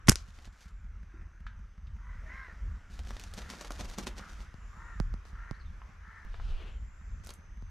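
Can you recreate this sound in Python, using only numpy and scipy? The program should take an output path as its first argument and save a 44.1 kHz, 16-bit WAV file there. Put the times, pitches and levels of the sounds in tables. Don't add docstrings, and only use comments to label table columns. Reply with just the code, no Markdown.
import sys
import numpy as np
from scipy import signal
from scipy.fft import rfft, irfft, next_fast_len
from scipy.io import wavfile
from scipy.ndimage import uniform_filter1d, map_coordinates

SR = 44100
rng = np.random.default_rng(int(sys.argv[2]) if len(sys.argv) > 2 else 0)


def master(y):
    cut = np.clip(np.atleast_2d(y).T, -1, 1)
    pcm = np.round(cut * 32767)
    wavfile.write(sys.argv[1], SR, pcm.astype(np.int16))


N = 339570
TIME = np.arange(N) / SR
SHORT = TIME[:SR // 4]
MIC_LAG_S = 0.00062


def amp(db):
    return 10 ** (np.asarray(db) / 20)


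def unit(x):
    return x / np.sqrt(np.mean(x ** 2) + 1e-20)


def along(points, hz):
    freqs, values = np.transpose(points)
    return np.interp(np.log(hz + 1), np.log(freqs + 1), values)


def level(rows):
    seconds, db = np.transpose(rows)
    return amp(np.interp(TIME, seconds, db, left=-120, right=-120))


def wobble(rate):
    return map_coordinates(rng.standard_normal(int(N * rate / SR) + 4), [TIME * rate])


def swell(start, hold, attack, t60):
    age = TIME - start
    return np.clip(age / attack, 0, 1) * amp(-60 * np.maximum(age - hold, 0) / t60)


def colour(x, gain_db):
    n = x.shape[-1]
    padded = next_fast_len(n + 8192)
    return irfft(rfft(x, padded) * amp(gain_db(np.fft.rfftfreq(padded, 1 / SR))), padded)[..., :n]


def noise(spectrum, size=N):
    return unit(colour(rng.standard_normal(size), lambda hz: along(spectrum, hz)))


def burst(spectrum, t60, centre_hz, octaves):
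    hiss = colour(rng.standard_normal(len(SHORT)),
                  lambda hz: along(spectrum, hz) - 5 * (np.log2((hz + 1) / centre_hz) / octaves) ** 2)
    fade = amp(-60 * SHORT / t60) * (1 - np.exp(-SHORT / .0002))
    return unit(hiss * fade) * np.sqrt(np.mean(fade ** 2))


def knock(spectrum):
    n = len(SHORT)
    cepstrum = irfft(np.log(amp(along(spectrum, np.fft.rfftfreq(2 * n, 1 / SR)))))
    hit = irfft(np.exp(rfft(2 * cepstrum[:n] * (SHORT > 0), 2 * n)))[:n]
    return hit / np.abs(hit).max()


def push(hz, cycles):
    onset = 1 - np.exp(-(4 * hz * SHORT) ** 2)
    wave = -np.sin(2 * np.pi * hz * SHORT) * amp(-60 * SHORT * hz / cycles) * onset
    return wave / np.abs(wave).max()


def crackle(rate, scatter, hiss, size=N):
    grains = (rng.random(size) < rate / SR) * rng.standard_normal(size)
    grains *= np.exp(scatter * rng.standard_normal(size).clip(-2, 2))
    return unit(unit(grains) + hiss * rng.standard_normal(size))


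def patchy(x, depth_db):
    bands = signal.stft(x, nperseg=512)[2]
    patches = uniform_filter1d(rng.standard_normal(bands.shape), size=4, axis=0)
    patches = uniform_filter1d(patches, size=14, axis=1)
    return signal.istft(bands * amp(depth_db * unit(patches)), nperseg=512)[1][:N]


def spread(mid, side, side_db):
    return mid + amp(side_db) * np.array([side, -side])


def add(track, s, sound, pan_db=0, lag_s=0):
    for channel, side in zip(track, (1, -1)):
        start = max(round((s - side * lag_s / 2) * SR), 0)
        part = sound[:N - start]
        channel[start:start + len(part)] += amp(side * pan_db / 2) * part


# frequency in Hz, fade time in seconds.
TREE_ECHO = [(150, 0.71), (1500, 0.47), (5000, 0.14), (12000, .2)]
def outdoors(x, wet_db):
    hz, t, bands = signal.stft(rng.standard_normal((2, SR * 3 // 4)), SR, nperseg=256)
    mid, side = signal.istft(bands * amp(-60 * t / along(TREE_ECHO, hz)[:, None]), SR, nperseg=256)[1]
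    tail = np.array([mid + 0.29 * side, mid - 0.44 * side]) / np.linalg.norm(mid)
    return x + amp(wet_db) * signal.fftconvolve(x, tail, axes=1)[:, :N]


# time in seconds, level in dB.
BREEZE_LEVELS = [(0, -45), (.5, -48.5), (.6, -55.5), (.9, -45), (1.33, -52.5), (1.6, -44), (1.74, -51),
                 (1.95, -45), (2.3, -48.5), (2.62, -42), (2.85, -44), (3.4, -45), (3.8, -43), (4.75, -49),
                 (5.1, -39), (5.33, -46), (5.7, -43), (6.05, -50.5), (6.8, -42.5), (7.35, -46), (7.7, -43)]
# frequency in Hz, relative level in dB.
BREEZE_TONE = [(11, -35), (18, -5.5), (44, 5.5), (70, -1.5), (84, -4), (145, -24), (208, -22), (300, -42),
               (390, -66), (660, -120)]
def breeze():
    eddies = level(BREEZE_LEVELS) * amp(3.5 * wobble(9))
    wake = amp(-27.5) * swell(start=0.065, hold=0.019, attack=0.019, t60=0.25)
    return (eddies + wake) * spread(noise(BREEZE_TONE), noise(BREEZE_TONE), side_db=-20)


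# time in seconds, level in dB.
FIELD_LEVELS = [(0, -65.5), (1.8, -68.5), (2.35, -59.5), (2.9, -63.5), (4.3, -59.5), (5.2, -63), (5.9, -63),
                (6.9, -65), (7.7, -65.5)]
# frequency in Hz, relative level in dB.
FIELD_TONE = [(150, -13), (300, -5.5), (700, -8), (1000, -4), (1400, 2), (2100, -5), (2700, -12),
              (4200, -21.5), (5800, -17), (7400, -25), (8500, -30.5), (12300, -35.5), (15000, -46)]
def far_fields():
    gain = level(FIELD_LEVELS) * amp(.8 * wobble(6.6))
    return gain * spread(patchy(noise(FIELD_TONE), depth_db=1.92), noise(FIELD_TONE), side_db=-4.5)


# start and end in seconds, pitch in Hz, band width in Hz, level in dB.
INSECT_TRILLS = [(0, 0.92, 7250, 240, -84.5), (2.53, 3.1, 7250, 240, -85), (4.521, 5.14, 7130, 220, -76),
                 (6.63, 7.27, 7200, 240, -77), (.8, 7.8, 6150, 110, -85), (7.0, 7.8, 6170, 120, -78)]
def insects():
    out = np.zeros(N)
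    for start, stop, hz, width_hz, db in INSECT_TRILLS:
        gate = np.clip(np.minimum(TIME - start, stop - TIME) / .12, 0, 1)
        buzz = colour(rng.standard_normal(N), lambda f: -20 * np.log10(1 + ((f - hz) / width_hz) ** 2))
        out += amp(db) * gate * unit(buzz)
    return out


# start in seconds, level in dB,
# fade time in seconds, centre frequency in Hz, width in octaves, left over right in dB.
SLING_SLAPS = [(0.072, -38.5, 0.049, 5000, 2.5, -2), (0.0836, -8, 0.0053, 1850, 0.72, -1.5),
               (0.083, -27.5, 0.015, 6888, 2.5, -3.5), (0.087, -15.5, 0.033, 5530, 2.2, -4.5),
               (0.086, -20, 0.026, 1412, 0.89, -2), (0.0947, -0.5, 0.0074, 7400, 1.37, 2),
               (.104, -34, 0.11, 4993, 2.5, -1.5), (0.1177, -28, 0.027, 3976, 3.6, -3.5),
               (0.1188, -18, 0.0047, 3000, 3, -3), (0.1246, -30, 0.017, 3496, 1.5, 0),
               (0.157, -13.5, 0.0022, 5000, 0.84, 3), (0.157, -34, 0.012, 900, 2.6, 2),
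               (0.16, -47.5, 0.17, 4080, 0.67, 4.5)]
# frequency in Hz, relative level in dB.
RUBBER_TONE = [(150, -0.5), (350, 6), (700, -4), (1500, 1), (2200, -5.5), (3500, -13.5), (5500, -5.5),
               (7300, -6), (10000, -11), (13000, -21), (16000, -43)]
# start in seconds, level in dB, pitch in Hz, left over right in dB.
AIR_PUFFS = [(0.0861, -6.5, 136.8, 0), (0.0876, -16, 315, -4), (0.0957, -11, 170.2, -8.5),
             (0.0963, -21.5, 320, -7), (0.1175, -26, 90.17, -0.5)]
def slingshot():
    out, swirl = np.zeros((2, N)), np.zeros((2, N))
    for s, db, t60, centre, octaves, pan_db in SLING_SLAPS:
        add(out, s, amp(db) * burst(RUBBER_TONE, t60, centre, octaves), pan_db)
        add(swirl, s, amp(db) * burst(RUBBER_TONE, t60, centre, octaves))
    out = outdoors(spread(out, swirl[0], side_db=-9.5), wet_db=-31)
    for s, db, hz, pan_db in AIR_PUFFS:
        add(out, s, amp(db) * push(hz, cycles=3), pan_db, MIC_LAG_S)
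    return out


# frequency in Hz, relative level in dB.
EXHAUST_TONE = [(20, -21), (36, 2), (48, 0.5), (75, -3.5), (110, -20), (150, -13.5), (200, -18),
                (260, -28.5), (400, -48)]
def pump(firings_per_s=5.35, echo_s=0.053):
    out = np.zeros((2, N))
    boom = knock(EXHAUST_TONE)
    for s in np.arange(.096, 7.68, 1 / firings_per_s):
        thump = amp(-37 + rng.normal(0, 2)) * boom
        thump += amp(-47 + rng.normal(0, 0.58)) * push(198, cycles=8.3)
        thump = colour(thump, lambda hz: along([(230, -2.5), (330, -24), (700, -55.5)], hz))
        add(out, s, thump)
        add(out, s + echo_s, amp(-7 + rng.normal(0, 4.4)) * thump)
        clack = noise(FIELD_TONE, size=len(SHORT)) * amp(-60 * SHORT / 0.035)
        add(out, s, amp(-60.5) * clack)
    return out * amp([[-1.2], [1.2]])


# start in seconds, then relative levels in dB
TWIG_SNAPS = [(0.387, -46.5, -14, -21, 3), (0.446, -48.5, -29, -24, 3), (2.992, -41, -16, -18, 4),
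              (3.071, -37, -6, -19, -13), (3.107, -35, -5, -15, 4), (3.167, -37, -16, -19, 0),
              (3.1972, -34.5, -22, -15, -6), (3.238, -32, -25, -17, -10), (3.338, -36.5, -17, -7.5, 0),
              (3.377, -35, -9, -11, -3), (3.387, -39, -1, -22, -4.5), (3.418, -35, -17, -17, -3),
              (3.5007, -33, -17, -13, 1), (3.5367, -31.5, -13, -21, -14), (3.6106, -28.5, -9.5, -9, -2.5),
              (3.646, -34, -10, -14.5, 2), (3.7064, -21.5, -0.5, -7, -13), (3.719, -33, -23, -6, -6),
              (3.811, -38, -9, -13, -6), (3.8992, -32.5, -17, -14, -10), (3.913, -34, -9, -13, -11),
              (3.9852, -21, -11, -6, -8.5), (3.998, -37, -3, -14, -1), (4.069, -33, -15, -12, -3),
              (4.076, -32, -9, -9, 0), (4.192, -36.5, -8, -22, 3), (4.405, -40, -20.5, -23, -10),
              (7.248, -43, -24, 14, -12), (7.263, -40, -20, -1, -14), (7.271, -39.5, -12, 2, 1),
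              (7.292, -32.5, -12, -10, -6.5), (7.305, -29.5, -15, -3, -27), (7.309, -32, -8, -18, -23),
              (7.338, -44.5, -22, 30, -1)]
# start in seconds, length in seconds, level in dB.
LEAF_STIRS = [(0.158, 0.24, -67.5), (0.359, 0.11, -63.5), (0.521, 0.16, -67), (2.894, 0.1, -59.5),
              (3.046, .22, -58), (3.272, .08, -64), (3.348, 0.32, -55.5), (3.7, 0.35, -57),
              (3.786, 0.031, -51.5), (3.974, 0.016, -49), (4.059, 0.016, -51.5), (4.155, 0.18, -59.5),
              (4.32, 0.11, -60), (5.248, .015, -62), (7.232, 0.087, -64)]
# frequency in Hz, relative level in dB.
LEAF_TONE = [(80, -32), (140, -3), (220, -3), (330, -9.5), (650, -10), (1400, -14.5), (2500, -14.5),
             (6200, -15.5), (9000, -25.5), (12500, -31.5), (16000, -50)]
def leaves(crack_fade_s=.005, crumble_fade_s=0.061, body_hz=1000, full_crunch_db=-56):
    snaps = np.zeros((2, N))
    for s, db, body_db, treble_db, crumble_db in TWIG_SNAPS:
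        tone = [(200, body_db + 6), (1200, body_db + 10.5), (3000, -7), (8000, treble_db + 6.5)]
        grains = crackle(rate=5000, scatter=0.58, hiss=0.48, size=len(SHORT))
        fade = amp(crumble_db - 60 * SHORT / crumble_fade_s) + 1.77 * amp(-60 * SHORT / crack_fade_s)
        snap = colour(grains * fade, lambda hz: along(LEAF_TONE, hz) + along(tone, hz))
        add(snaps, s, amp(db - 11.5) * unit(snap) * np.sqrt(np.mean(fade ** 2)))
    stirs = [amp(db) * swell(s, length, attack=0.0051, t60=0.22) for s, length, db in LEAF_STIRS]
    stir = np.max(stirs, axis=0)
    crackles = [crackle(rate=2200, scatter=0.7, hiss=0.8) for _ in range(2)]
    mid, side = [unit(colour(x, lambda hz: along(LEAF_TONE, hz))) for x in crackles]
    rustle = spread(mid, side, side_db=-2.5)
    body = colour(rustle, lambda hz: -20 * np.log10(1 + (hz / body_hz) ** 2))
    rustle = rustle - body + body * (stir / amp(full_crunch_db)) ** 0.99
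    return outdoors(snaps + stir * amp(3.4 * wobble(55)) * rustle, wet_db=-11)


# start in seconds, relative click level in dB, thud level in dB,
# left over right in dB.
HAND_BUMPS = [(0.476, -57.5, -53, -28), (4.542, -45.5, -39, 10), (5.001, -26.5, -20.5, -10),
              (5.1402, -41, -35, -13), (5.254, -46, -67, 4), (5.5111, -34.5, -28, -10),
              (7.624, -49, -38.5, -1)]
# frequency in Hz, relative level in dB.
CASE_TONE = [(200, 13), (500, 17.5), (900, 14.5), (1400, 12), (2500, -2), (3400, -3), (4800, 3.5),
             (6200, -5), (7200, -9), (8200, -11), (13000, -23), (16000, -44.5)]
def hand_bumps():
    out = np.zeros((2, N))
    click = -knock(CASE_TONE)
    thud = push(123.2, cycles=2.56) + 0.34 * push(38.7, cycles=3.5)
    for s, click_db, thud_db, pan_db in HAND_BUMPS:
        add(out, s, amp(click_db + 4) * click, pan_db)
        add(out, s + 0.00056, amp(thud_db) * thud, pan_db, MIC_LAG_S)
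    return out


# start and length in seconds, top pitch in Hz, droop of the ends from 0 to 1,
# level in dB, roughness from 0 to 1, the beak's ringing frequency in Hz at the start and at the end.
CROW_CAWS = [(1.08, 0.22, 452, 0.18, -67.5, 0.68, 1500, 1754),
             (1.966, 0.27, 496.5, 0.12, -59.5, 0.4, 1150, 1845),
             (2.245, 0.29, 536.2, 0.22, -50, 0.25, 1955, 1720),
             (3.375, 0.28, 464, 0.1, -57.5, 0.52, 1570, 1500),
             (4.162, 0.158, 444, 0.17, -55.5, 0.8, 1434, 1320),
             (4.711, 0.31, 472.4, 0.22, -54, 0.2, 1150, 1594),
             (5.31, 0.31, 462, 0.11, -55.5, 0.39, 1400, 1705),
             (5.992, 0.31, 447, 0.1, -55, 0.32, 1650, 1810)]
# frequency in Hz, relative level in dB.
THROAT_TONE = [(400, -33), (700, -16.5), (1000, 4.5), (1500, 0.5), (2000, 3), (2350, -3.5), (2900, -13),
               (4100, -6), (5000, -21), (9000, -33)]
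def crows(flutter_hz=57.8, beak_db=9.5, beak_width_hz=450, middling_caw_db=-51.5):
    out = np.zeros((2, N))
    for s, length, top_hz, droop, db, rough, from_hz, to_hz in CROW_CAWS:
        n = round(length * SR)
        arch = np.linspace(-1, 1, n)
        pitch = top_hz * (1 - droop * arch ** 2) * (1 + (.009 + .026 * rough) * wobble(300)[:n])
        phase = 2 * np.pi * np.cumsum(pitch) / SR
        flutter = np.sin(2 * np.pi * np.cumsum(flutter_hz + 9 * wobble(40)[:n]) / SR)
        harmonics = sum(np.cos(k * phase) for k in range(1, 5))
        pulses = unit(harmonics * (1 + (.4 + .6 * rough) * flutter))
        effort_db = db - middling_caw_db
        hiss = noise([(300, 5), (2000, 8.5), (4200, 0.5 + effort_db), (8000, -9), (12000, -11)], size=n)
        rasp = unit(hiss * (1 + np.cos(phase)) * (1 + 0.17 * flutter))
        voice = np.sqrt(1 - rough) * pulses + 1.5 * np.sqrt(rough) * rasp

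        def through_beak(beak_hz):
            return unit(colour(voice, lambda hz: along(THROAT_TONE, hz)
                               + beak_db * np.exp(-((hz - beak_hz) / beak_width_hz) ** 2)))

        moved = np.clip(.5 + arch, 0, 1)
        caw = unit((1 - moved) * through_beak(from_hz) + moved * through_beak(to_hz))
        add(out, s, amp(db) * caw * (1 - arch ** 2) ** 0.71)
    return outdoors(out, wet_db=-10) * amp([[1.2], [-1.2]])


# start in seconds, level in dB, fade time in seconds,
# centre frequency in Hz, width in octaves.
BRANCH_KNOCKS = [(1.138, -51, 0.09, 288, 0.38), (1.4664, -35.5, 0.014, 1350, 0.31),
                 (1.466, -53.5, 0.079, 2340, 0.77), (1.869, -62, .06, 2514, 0.71),
                 (2.483, -53, 0.05, 400, 0.83), (5.817, -44.5, 0.024, 1273, 0.64),
                 (6.342, -42.5, 0.026, 1143, 1), (6.399, -40, 0.017, 1034, 0.44)]
def branches():
    out = np.zeros((2, N))
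    for s, db, t60, centre, octaves in BRANCH_KNOCKS:
        add(out, s, amp(db) * burst([(200, 0.0024), (10000, 0)], t60, centre, octaves))
    return outdoors(out, wet_db=-8)


# start and length in seconds,
# first and last pitch in Hz, relative level in dB.
BIRD_NOTES = [(2.222, .035, 650, 600, -68), (5.53, .035, 3600, 4800, -77), (5.583, .05, 5300, 3600, -73.5),
              (5.639, 0.05, 3900, 3450, -79)]
def short_bird_notes():
    out = np.zeros((2, N))
    for s, length, from_hz, to_hz, db in BIRD_NOTES:
        n = round(length * SR)
        pitch = np.linspace(from_hz, to_hz, n) * (1 + .035 * wobble(900)[:n])
        add(out, s, amp(db + 7) * np.hanning(n) * np.sin(2 * np.pi * np.cumsum(pitch) / SR))
    return outdoors(out, wet_db=1)


# time in seconds, relative level in dB.
SLEEVE_LEVELS = [(6.25, -73), (6.36, -63.5), (6.5, -61), (6.63, -61), (6.72, -67.5), (6.9, -96)]
# frequency in Hz, relative level in dB.
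SLEEVE_TONE = [(200, -13.5), (420, -1), (700, -6.5), (1000, -6), (1900, -8), (2900, -1.5), (5000, -13.5),
               (8000, -23), (14000, -36.5)]
def sleeve():
    out = np.zeros((2, N))
    speed = np.interp(TIME, [6.48, 6.62], [1, 0]).clip(0, 1)
    bright = colour(noise(SLEEVE_TONE),
                    lambda hz: along([(500, -1.5), (3000, -2), (5000, 3), (8000, -0.5)], hz))
    dull = colour(noise(SLEEVE_TONE), lambda hz: along([(500, 9), (3200, 4.5), (5000, -1.5)], hz))
    swish = np.sqrt(speed) * bright + np.sqrt(1 - speed) * dull
    add(out, 0, level(SLEEVE_LEVELS) * amp(1.49 * wobble(40)) * swish, pan_db=5)
    return out


# time in seconds, level in dB.
GUST_LEVELS = [(6.25, -48.5), (6.42, -42), (6.51, -30.5), (6.62, -43.5), (6.8, -67)]
def gust():
    tone = [(10, -9.5), (28, 2), (45, -5.5), (80, -18), (300, -51), (1000, -100)]
    return level(GUST_LEVELS) * spread(noise(tone), noise(tone), side_db=-9.5)


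def scene():
    return (pump() + slingshot() + hand_bumps() + sleeve() + leaves() + branches() + crows()
            + short_bird_notes() + insects() + breeze() + gust() + far_fields())


# time in seconds, gain in dB of what differs between left and right.
STEREO_WIDTH = [(0, -0.5), (.15, -1), (.5, -10), (.9, -29), (2.4, -44), (2.9, -16), (3.6, -8), (4.4, -6.5),
                (4.8, -2), (7.7, 0)]
def record(dry):
    image = spread(dry.mean(axis=0), level(STEREO_WIDTH) * (dry[0] - dry[1]) / 2, side_db=0)
    rounded = image / (1 + np.abs(image) ** 6) ** (1 / 6)
    top_hz = 15600
    return colour(rounded, lambda hz: -10 * np.log10(1 + (hz / top_hz) ** 120))


dry = scene()
out = record(dry)
master(out)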